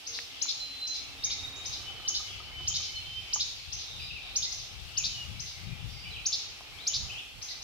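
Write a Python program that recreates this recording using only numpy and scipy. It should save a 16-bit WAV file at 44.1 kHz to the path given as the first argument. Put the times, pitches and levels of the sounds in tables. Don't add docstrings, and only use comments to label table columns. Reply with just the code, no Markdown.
import sys
import numpy as np
from scipy import signal
from scipy.fft import rfft, irfft, next_fast_len
from scipy.io import wavfile
from scipy.ndimage import uniform_filter1d

SR = 44100
rng = np.random.default_rng(int(sys.argv[2]) if len(sys.argv) > 2 else 0)


def int16_out(signal):
    q = np.round(np.clip(np.atleast_2d(signal).T, -1, 1) * 32767)
    wavfile.write(sys.argv[1], SR, q.astype(np.int16))


N = 336483


def undb(db):
    return 10 ** (np.asarray(db) / 20)


def unit(x):
    return x / np.sqrt(np.mean(x ** 2))


def track(table):
    s, *columns = np.transpose(table)
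    return [np.interp(np.arange(N) / SR, s, column) for column in columns]


def coloured(shape, channels):
    size = next_fast_len(N)
    point_hz, point_db = np.transpose(shape)
    bin_hz = np.arange(1, size // 2 + 2) * SR / size
    level_db = np.interp(np.log(bin_hz), np.log(point_hz), point_db, left=-60, right=-60)
    white = rng.standard_normal((channels, size))
    return unit(irfft(rfft(white) * undb(level_db), size)[:, :N])


def walk(rate):
    hold = int(SR / rate)
    steps = np.repeat(rng.standard_normal(N // hold + 1), hold)
    smooth = uniform_filter1d(uniform_filter1d(steps, hold), hold)[:N]
    return smooth / smooth.std()


def add(bus, sound, s):
    i = int(round(s * SR))
    lo, hi = max(i, 0), min(i + sound.shape[-1], N)
    if hi > lo:
        bus[..., lo:hi] += sound[..., lo - i:hi - i]


def placed(sound, pan_db, samples_per_db=2.5):
    lead = int(round(np.mean(pan_db) * samples_per_db)) - 2
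    left_wait, right_wait = max(-lead, 0), max(lead, 0)
    left = np.pad(sound * undb(pan_db / 2), (left_wait, right_wait))
    right = np.pad(sound * undb(-pan_db / 2), (right_wait, left_wait))
    return np.array([left, right])


def whistle(s, hz, db, octave_db=-38, smooth=True, loud_hz=0, db_per_khz=0):
    t = np.arange(s[0], s[-1], 1 / SR)
    place = np.interp(t, s, np.arange(len(s)))
    if smooth:
        place = place - np.sin(2 * np.pi * place) / (2 * np.pi) * 0.33
    hz = np.interp(place, np.arange(len(s)), hz)
    away_khz = abs(hz - loud_hz) / 1000
    level_db = np.interp(t, s, db) + db_per_khz * (away_khz - away_khz.mean())
    fade = np.clip(np.minimum(t - s[0], s[-1] - t) / 0.00076, 0, 1)
    phase = 2 * np.pi * np.cumsum(hz) / SR
    tone = np.sin(phase) + undb(octave_db) * np.sin(2 * phase)
    return np.sqrt(2) * fade * undb(level_db) * tone


def ring(hz, t60):
    t = np.arange(int(t60 * SR)) / SR
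    contact = np.minimum(2 * hz * t, 1)
    return np.sin(2 * np.pi * hz * t) * np.exp(-np.log(1000) * t / t60) * contact


WOOD_NEAR, WOOD_FAR = (0.58, 0), (0.8, -3)
FAR_DULL_HZ = 3630


def wood(x, grain_db=0.5):
    t = np.arange(int(1.4 * SR)) / SR
    near, far = (undb(db - 60 * t / t60) * rng.standard_normal((2, len(t))) for t60, db in (WOOD_NEAR, WOOD_FAR))
    near = near * undb(grain_db * rng.exponential(size=(2, len(t))) * np.exp(-t / .025))
    far = signal.lfilter(*signal.butter(1, FAR_DULL_HZ, fs=SR), far)
    echoes = (near + far) * (t > 0.0018)
    echoes /= np.sqrt(np.sum(echoes ** 2) / 2)
    return signal.fftconvolve(x[None], echoes, axes=1)[:, :N]


# start_s, left_level_db, right_level_db
WIND_LEVEL = [(0.05, -73, -62), (0.59, -61, -56), (0.82, -64, -58), (1.3, -55, -49), (2.15, -55.5, -52.5),
              (2.79, -50.5, -48.5), (3.4, -52.5, -51.5), (3.65, -53.5, -76), (4.04, -45.5, -75),
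              (4.45, -53.5, -57), (4.65, -43.5, -70), (4.9, -50, -66), (5.09, -44, -55), (5.2, -45.5, -62),
              (5.46, -37, -50), (5.55, -49.5, -60), (5.74, -30, -60), (5.79, -45, -60), (5.86, -30.5, -60),
              (5.98, -43.5, -58), (6.05, -38, -62), (6.28, -54, -59), (6.45, -56.5, -61), (6.9, -65, -51.5),
              (6.97, -68, -39.5), (7.12, -64, -44.5), (7.3, -62, -55)]
# pitch_hz, relative level_db per Hz
WIND_TONE = [(12, -48), (20, -12), (59, 0), (92, 1), (130, -4), (178, -11.5), (300, -29.5), (390, -31.5),
             (660, -120)]
GUST_SPLIT_HZ, GUST_USUAL_DB = 80, -44
GUST_BRIGHT = 0.27


def wind():
    gusts_db = np.array([db + 3 * walk(18) for db in track(WIND_LEVEL)])
    buffet = coloured(WIND_TONE, channels=2)
    low = signal.filtfilt(*signal.butter(2, GUST_SPLIT_HZ, fs=SR), buffet)
    bright = undb(GUST_BRIGHT * (gusts_db - GUST_USUAL_DB))
    return (low / bright + (buffet - low) * bright) * undb(gusts_db)


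# start_s, level_db
MURMUR_LEVEL = [(0.0, -57), (0.85, -56.5), (1.53, -52.5), (2.51, -56.5), (7.63, -56.5)]
# pitch_hz, relative level_db per Hz
MURMUR_TONE = [(150, -7), (280, -4.5), (400, -2), (600, -4.5), (800, 1.5), (950, -5), (1250, -2),
               (1700, -7), (2400, -0.5), (4000, -19.5)]


def murmur(alike=.6, flutter_db=1.2):
    flutter = undb(flutter_db * np.array([walk(9), walk(8.1)]))
    shared, opposite = coloured(MURMUR_TONE, channels=2) * flutter
    pair = np.sqrt(1 + alike) * shared + np.sqrt(1 - alike) * opposite * np.array([[1], [-1]])
    pair[0] = np.roll(pair[0], 5)
    return pair * undb(track(MURMUR_LEVEL)[0] - 2.5)


# start_s, level_db
DRONE_LEVEL = [(0, -67.5), (1.2, -63.5), (2.8, -71.5), (3.2, -74.5), (6.4, -83), (7.63, -73)]


def drone():
    band = coloured([(200, -34), (270, 8), (360, -25)], channels=1)
    return band * undb(track(DRONE_LEVEL)[0] - 3.5)


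# pitch_hz, relative level_db per Hz
HISS_TONE = [(100, -13), (2000, 2.5), (7500, 0.5), (9000, -4), (12500, -4), (14000, -9), (16000, -12)]


def hiss(level_db=-56.5, flutter_db=1.2):
    return coloured(HISS_TONE, channels=2) * undb(level_db + flutter_db * walk(14))


# start_s, level_db
CHORUS_LEVEL = [(0.0, -45.5), (0.66, -41.5), (1.4, -44.5), (3.08, -41.5), (6.0, -44), (7.63, -46.5)]
# pitch_hz, relative level_db per Hz
WASH_TONE = [(1500, -14), (2100, -5.5), (2700, 5.5), (4000, 1), (5500, -0.5), (6800, -13), (7600, -45)]


def chorus(count=500, middle_hz=3300, spread=.22, swing=.16, note_s=.07):
    song = np.zeros(N)
    for k, (when, pitch, size, *turns) in enumerate(rng.standard_normal((count, 7))):
        shift = spread * pitch + swing * np.array(turns)
        hz = middle_hz * np.exp(.65 * np.tanh(shift / .65))
        level_db = 3 * size + np.array([1, -5.5, -3.0, -15.0])
        add(song, whistle(note_s * np.arange(4) / 3, hz, level_db), (k + when) * N / SR / count)
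    wash = coloured(WASH_TONE, channels=2) * undb(-7 + 2.1 * np.array([walk(7), walk(8)]))
    return (unit(wood(song, grain_db=-1.5)) * undb(-7.0) + wash) * undb(track(CHORUS_LEVEL)[0])


CHIP_S, CHIP_FROM = .029, .53
CHIP_CLIMB, CHIP_ENDS_DB = 0.77, -19
BURR_AFTER_S, SCOOP_S = .092, .0055
SCOOP_HZ, SCOOP_DB = 2500, -8
SWING_S, LOW_HZ, HIGH_HZ = .004, 3452, 5827
HIGH_DB, FIRST_DB = -3, 1
RISE_EARLY_S = .0012
BURR_LOUD_HZ, BURR_DB_PER_KHZ = 4760, -5
TEMPO_SPREAD, TURN_SCATTER_DB, TURN_SPREAD = .03, 2.5, 0.0239
FAR_BELOW_DB = -30
# chip_time_s (near its middle), chip_top_pitch_hz, chip_level_db, burr_level_db, pan_db
FLYCATCHER_CALLS = [ (0.073, 6560, -38, -41.5, 4.5), (0.425, 6840, -26.5, -31.5, 6.5),
                    (0.876, 6650, -38.5, -42, 7.5), (1.246, 6725, -25.5, -30.5, -0.5),
                    (1.563, 7170, -49.5, -64, 0), (1.661, 6640, -38, -43.5, 10),
                    (2.086, 6730, -25, -30, -0.8), (2.683, 6950, -25.5, -31.5, -0.5),
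                    (2.763, 6500, -37.5, -44, 10.5), (3.34, 6790, -24, -31, -0.5),
                    (3.73, 6440, -37.5, -44.5, 10.5), (4.367, 6740, -23.5, -31, -0.5),
                    (4.524, 6430, -38.5, -46.5, 10.5), (4.981, 6860, -25, -31, 5),
                    (5.403, 6470, -39.5, -47, 11), (6.266, 6705, -24, -31.5, 1.28),
                    (6.878, 6850, -24, -29, 1), (7.426, 6470, -40, -44, 5.5), (7.627, 6770, -44, -45, 5.5),
                    ]


def flycatchers(near_echo_db=-1.5, far_echo_db=6.5):
    dry, wet = np.zeros((2, N)), np.zeros((2, N))
    u = np.linspace(0, 1, 30)
    climb = CHIP_FROM + (1 - CHIP_FROM) * np.sin(np.pi / 2 * np.minimum(u / CHIP_CLIMB, 1)) ** 1.3
    turn = np.arange(1, 10)
    is_high = turn % 2
    turn_s = SWING_S * turn - RISE_EARLY_S * is_high * np.sign(turn - 2)
    turn_hz = LOW_HZ + (HIGH_HZ - LOW_HZ) * is_high * np.minimum(.38 * turn - .1, 1)
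    turn_db = HIGH_DB * is_high + FIRST_DB * np.clip(1 - turn / 4.0, 0, 1)
    burr_s = np.r_[SWING_S - SCOOP_S, turn_s, SWING_S * turn[-1] + .001]
    burr_hz = np.r_[SCOOP_HZ, turn_hz, HIGH_HZ * 1.17]
    burr_shape_db = np.r_[SCOOP_DB, turn_db, -5]
    for s, top_hz, chip_db, burr_db, pan_db in FLYCATCHER_CALLS:
        tempo = 1 + TEMPO_SPREAD * np.tanh(rng.standard_normal())
        pitch, size = rng.standard_normal((2, len(burr_s)))
        chip_level_db = chip_db + CHIP_ENDS_DB * (2 * u - 1) ** 2
        chip = whistle(CHIP_S * u, climb * top_hz, chip_level_db, octave_db=-33.5, smooth=False)
        burr = whistle(burr_s * tempo, burr_hz * (1 + TURN_SPREAD * pitch),
                       burr_shape_db + burr_db + TURN_SCATTER_DB * size, octave_db=-31.5,
                       loud_hz=BURR_LOUD_HZ, db_per_khz=BURR_DB_PER_KHZ)
        perch = int(chip_db < FAR_BELOW_DB)
        for note, at in ((chip, s - .47 * CHIP_S), (burr, s + BURR_AFTER_S - len(burr) / SR)):
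            add(dry, placed(note, pan_db), at)
            add(wet[perch], note, at)
    return dry + undb(near_echo_db) * wood(wet[0]) + undb(far_echo_db) * wood(wet[1])


SLUR_ENDS_DB = -3.5


def coo(start_s=.085, length_s=.16, pitch_hz=468, level_db=-62):
    out = np.zeros((2, N))
    u = np.linspace(0, 1, 60)
    note = whistle(length_s * u, pitch_hz + 0 * u, level_db + SLUR_ENDS_DB * (2 * u - 1) ** 4)
    add(out, placed(note, 0.), start_s)
    return out


# start_s, level_db, pitch_hz, ring_s (time to fall 60 dB), pan_db
TICKS = [(.189, -30, 2210, 0.014, 6), (.456, -46, 1180, 0.021, 13), (3.3602, -40, 1010, 0.061, 10),
         (6.608, -44, 860, 0.026, 3)]
TICK_SHARES = [0.86, 1, 1.168]


def ticks():
    out = np.zeros((2, N))
    for s, db, hz, t60, pan_db in TICKS:
        tick = sum(ring(share * hz, t60) for share in TICK_SHARES)
        add(out, placed(tick * undb(db), pan_db, samples_per_db=0.5), s)
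    return out


# start_s, length_s, from_pitch_hz, to_pitch_hz
SPARROW_NOTES = [ (0.416, 0.73, 4111, 4059), (1.187, 0.67, 3727, 3795), (1.765, 0.57, 3017, 3028),
                 (2.361, 0.14, 3023, 3026), (2.512, 0.16, 3035, 3028), (2.663, 0.066, 3110, 3137),
                 (2.761, 0.14, 3110, 3050), (2.882, 0.17, 3075, 3000), (3.055, 0.24, 3100, 3094),
                 (3.268, 0.11, 3084, 3040), ]
# start_s, level_db
SPARROW_LEVEL = [ (.42, -48), (.53, -45), (.594, -54), (.61, -41), (.63, -40.5), (.708, -48), (.785, -45.5),
                 (.803, -46), (.828, -35.5), (.864, -41.5), (.884, -48), (.906, -39.5), (.965, -47),
                 (1.01, -50), (1.055, -61), (1.09, -59), (1.165, -54), (1.2, -59), (1.25, -45),
                 (1.32, -46.5), (1.368, -60), (1.395, -37), (1.417, -51), (1.45, -36), (1.465, -51),
                 (1.48, -36), (1.505, -61), (1.54, -46), (1.59, -45), (1.614, -51), (1.67, -45),
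                 (1.686, -51), (1.728, -46.5), (1.77, -54.5), (1.85, -53), (1.885, -41), (1.92, -43),
                 (1.94, -52), (2.016, -46), (2.04, -59), (2.058, -41.5), (2.09, -51), (2.112, -43.5),
                 (2.25, -50.5), (2.29, -52), (2.35, -60), (2.38, -52.5), (2.446, -48.5), (2.52, -52.5),
                 (2.596, -40.5), (2.63, -46), (2.69, -48), (2.716, -43), (2.798, -47.5), (2.895, -53),
                 (2.99, -43.5), (3.04, -56), (3.07, -43), (3.125, -45.5), (3.204, -39.5), (3.255, -55),
                 (3.3, -52), (3.38, -47), ]
EDGE_S, EDGE_DB = 0.017, -0.5
WAVER_HZ, SCOOP_UNDER_HZ = 16.5, 30


def sparrow(echo_db=-3, fading_db=2.5):
    song = np.zeros(N)
    u = np.linspace(0, 1, 60)
    for s, length, from_hz, to_hz in SPARROW_NOTES:
        head, tail = np.exp(-u * length / EDGE_S), np.exp((u - 1) * length / EDGE_S)
        waver = uniform_filter1d(rng.standard_normal(len(u)), size=3)
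        hz = from_hz + (to_hz - from_hz) * u - SCOOP_UNDER_HZ * head + WAVER_HZ * waver
        add(song, whistle(length * u, hz, EDGE_DB * (head + tail), octave_db=-60, smooth=False), s)
    song = song * undb(track(SPARROW_LEVEL)[0])
    faded = song * undb(fading_db * np.array([walk(42.3), walk(41.8)]))
    return faded + wood(faded[0] * undb(echo_db))


# pitch_hz, ring_s (time to fall 60 dB), level_db
TRUNK_TONES = [(360, .05, -4), (760, .05, -2), (1000, .04, -4), (1230, .05, 0)]
DRUM_FROM_S, DRUM_GAP_S, DRUM_BLOWS, DRUM_DB = 1.79, .1002, 11, -45


def woodpecker(echo_db=-7.):
    drum = np.zeros(N)
    for blow in range(DRUM_BLOWS):
        knock = np.zeros(SR // 10)
        for hz, t60, mode_db in TRUNK_TONES:
            c = rng.standard_normal()
            add(knock, ring(hz * (1 + .02 * c), t60) * undb(DRUM_DB + mode_db + 2 * c), 0)
        smear = rng.standard_normal(900) * np.hanning(900) * (rng.random(900) < .03)
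        smear = smear / np.sqrt(np.sum(smear ** 2))
        add(drum, signal.fftconvolve(knock, smear), DRUM_FROM_S + blow * DRUM_GAP_S)
    return drum + undb(echo_db) * wood(drum)


# start_s, length_s, from_pitch_hz, to_pitch_hz, swing_hz, turns (count), level_db, echo_db
SLUR_PHRASES = [ (2.264, 0.076, 3050, 2990, -400, 1.15, -55.5, 12),
                (2.953, 0.041, 4265, 4125, 80, 0.94, -44.5, 1),
                (3.17, 0.064, 2526, 2480, 33, 0.45, -57.5, 5),
                (3.839, 0.28, 3700, 3854, 330, 9.7, -60.5, 14),
                (3.986, 0.025, 2650, 2800, 330, 0.71, -51, 6),
                (3.988, .08, 4800, 4890, 280, 3.5, -57.5, 12), (4.018, .02, 2410, 2380, 20, .4, -49, 3),
                (4.092, 0.025, 2870, 2520, 30, 0.4, -47, 6), (4.139, 0.05, 2900, 2333, 33, 0.42, -48.5, 5),
                (4.2, .12, 3640, 3810, 263, 3.6, -60, 11), (4.877, 0.037, 2750, 2830, 227, 0.9, -58, 8),
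                (4.947, 0.041, 2850, 2710, 330, 0.48, -48, 6),
                (4.997, 0.027, 2755, 2310, 25, .4, -49.5, 4.5),
                (5.093, 0.086, 3100, 2850, 34, 0.46, -51.5, 7),
                (5.185, 0.058, 2895, 2847, 21, 0.49, -46.5, -2),
                (5.692, 0.038, 2420, 2400, 30, .4, -55.5, 5.5),
                (5.889, 0.19, 4860, 4760, 320, 7.6, -63.5, 12), (5.965, 0.031, 2110, 2095, 15, .4, -54, -1),
                (6.055, .035, 2864, 3030, 30, 0.36, -49, 3),
                (6.025, 0.056, 2604, 2590, 350, 0.83, -51.5, 5.5),
                (6.107, 0.0255, 4100, 3850, 20, .4, -50.5, 7),
                (6.131, 0.049, 3400, 2370, 58, 0.47, -46.5, 5.5),
                (6.774, 0.17, 3576, 3470, -660, 1.28, -50, 2), (6.837, .05, 2430, 2270, 30, 0.37, -58, 5),
                (7.081, 0.081, 2823, 2780, 396, 1.84, -47, 4),
                (7.154, 0.042, 2420, 3660, 31, .4, -47.5, 7.5), ]
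SLUR_DIP_ROUND = .2
SLUR_DB_PER_KHZ, SLUR_BREAK_DB = -5, 2.5


def slurs(pan_db=7.5):
    dry, wet = np.zeros((2, N)), np.zeros(N)
    u = np.linspace(0, 1, 60)
    for s, length, from_hz, to_hz, swing_hz, turns, db, echo_db in SLUR_PHRASES:
        wave = np.cos(np.pi * (turns * u + (swing_hz < 0) / 2))
        warble = 2 * np.hypot(wave, SLUR_DIP_ROUND) - 1 - SLUR_DIP_ROUND
        hz = from_hz + (to_hz - from_hz) * u + abs(swing_hz) * warble
        tilt_db = SLUR_DB_PER_KHZ * (hz - hz.mean()) / 1000
        level_db = db + tilt_db + SLUR_ENDS_DB * (2 * u - 1) ** 4
        tone = whistle(length * u, hz, level_db, smooth=False)
        broken = tone * undb(SLUR_BREAK_DB * walk(73.0)[:len(tone)])
        add(dry, placed(broken, pan_db, samples_per_db=.6), s)
        add(wet, tone * undb(echo_db), s)
    return dry + wood(wet)


def scene():
    air = wind() + murmur() + drone() + hiss()
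    birds = chorus() + flycatchers() + coo() + sparrow() + slurs()
    return air + birds + ticks() + woodpecker()


def record(dry):
    return signal.sosfilt(signal.ellip(10, .2, 80, 15740, fs=SR, output="sos"), dry)


dry = scene()
out = record(dry)
int16_out(out)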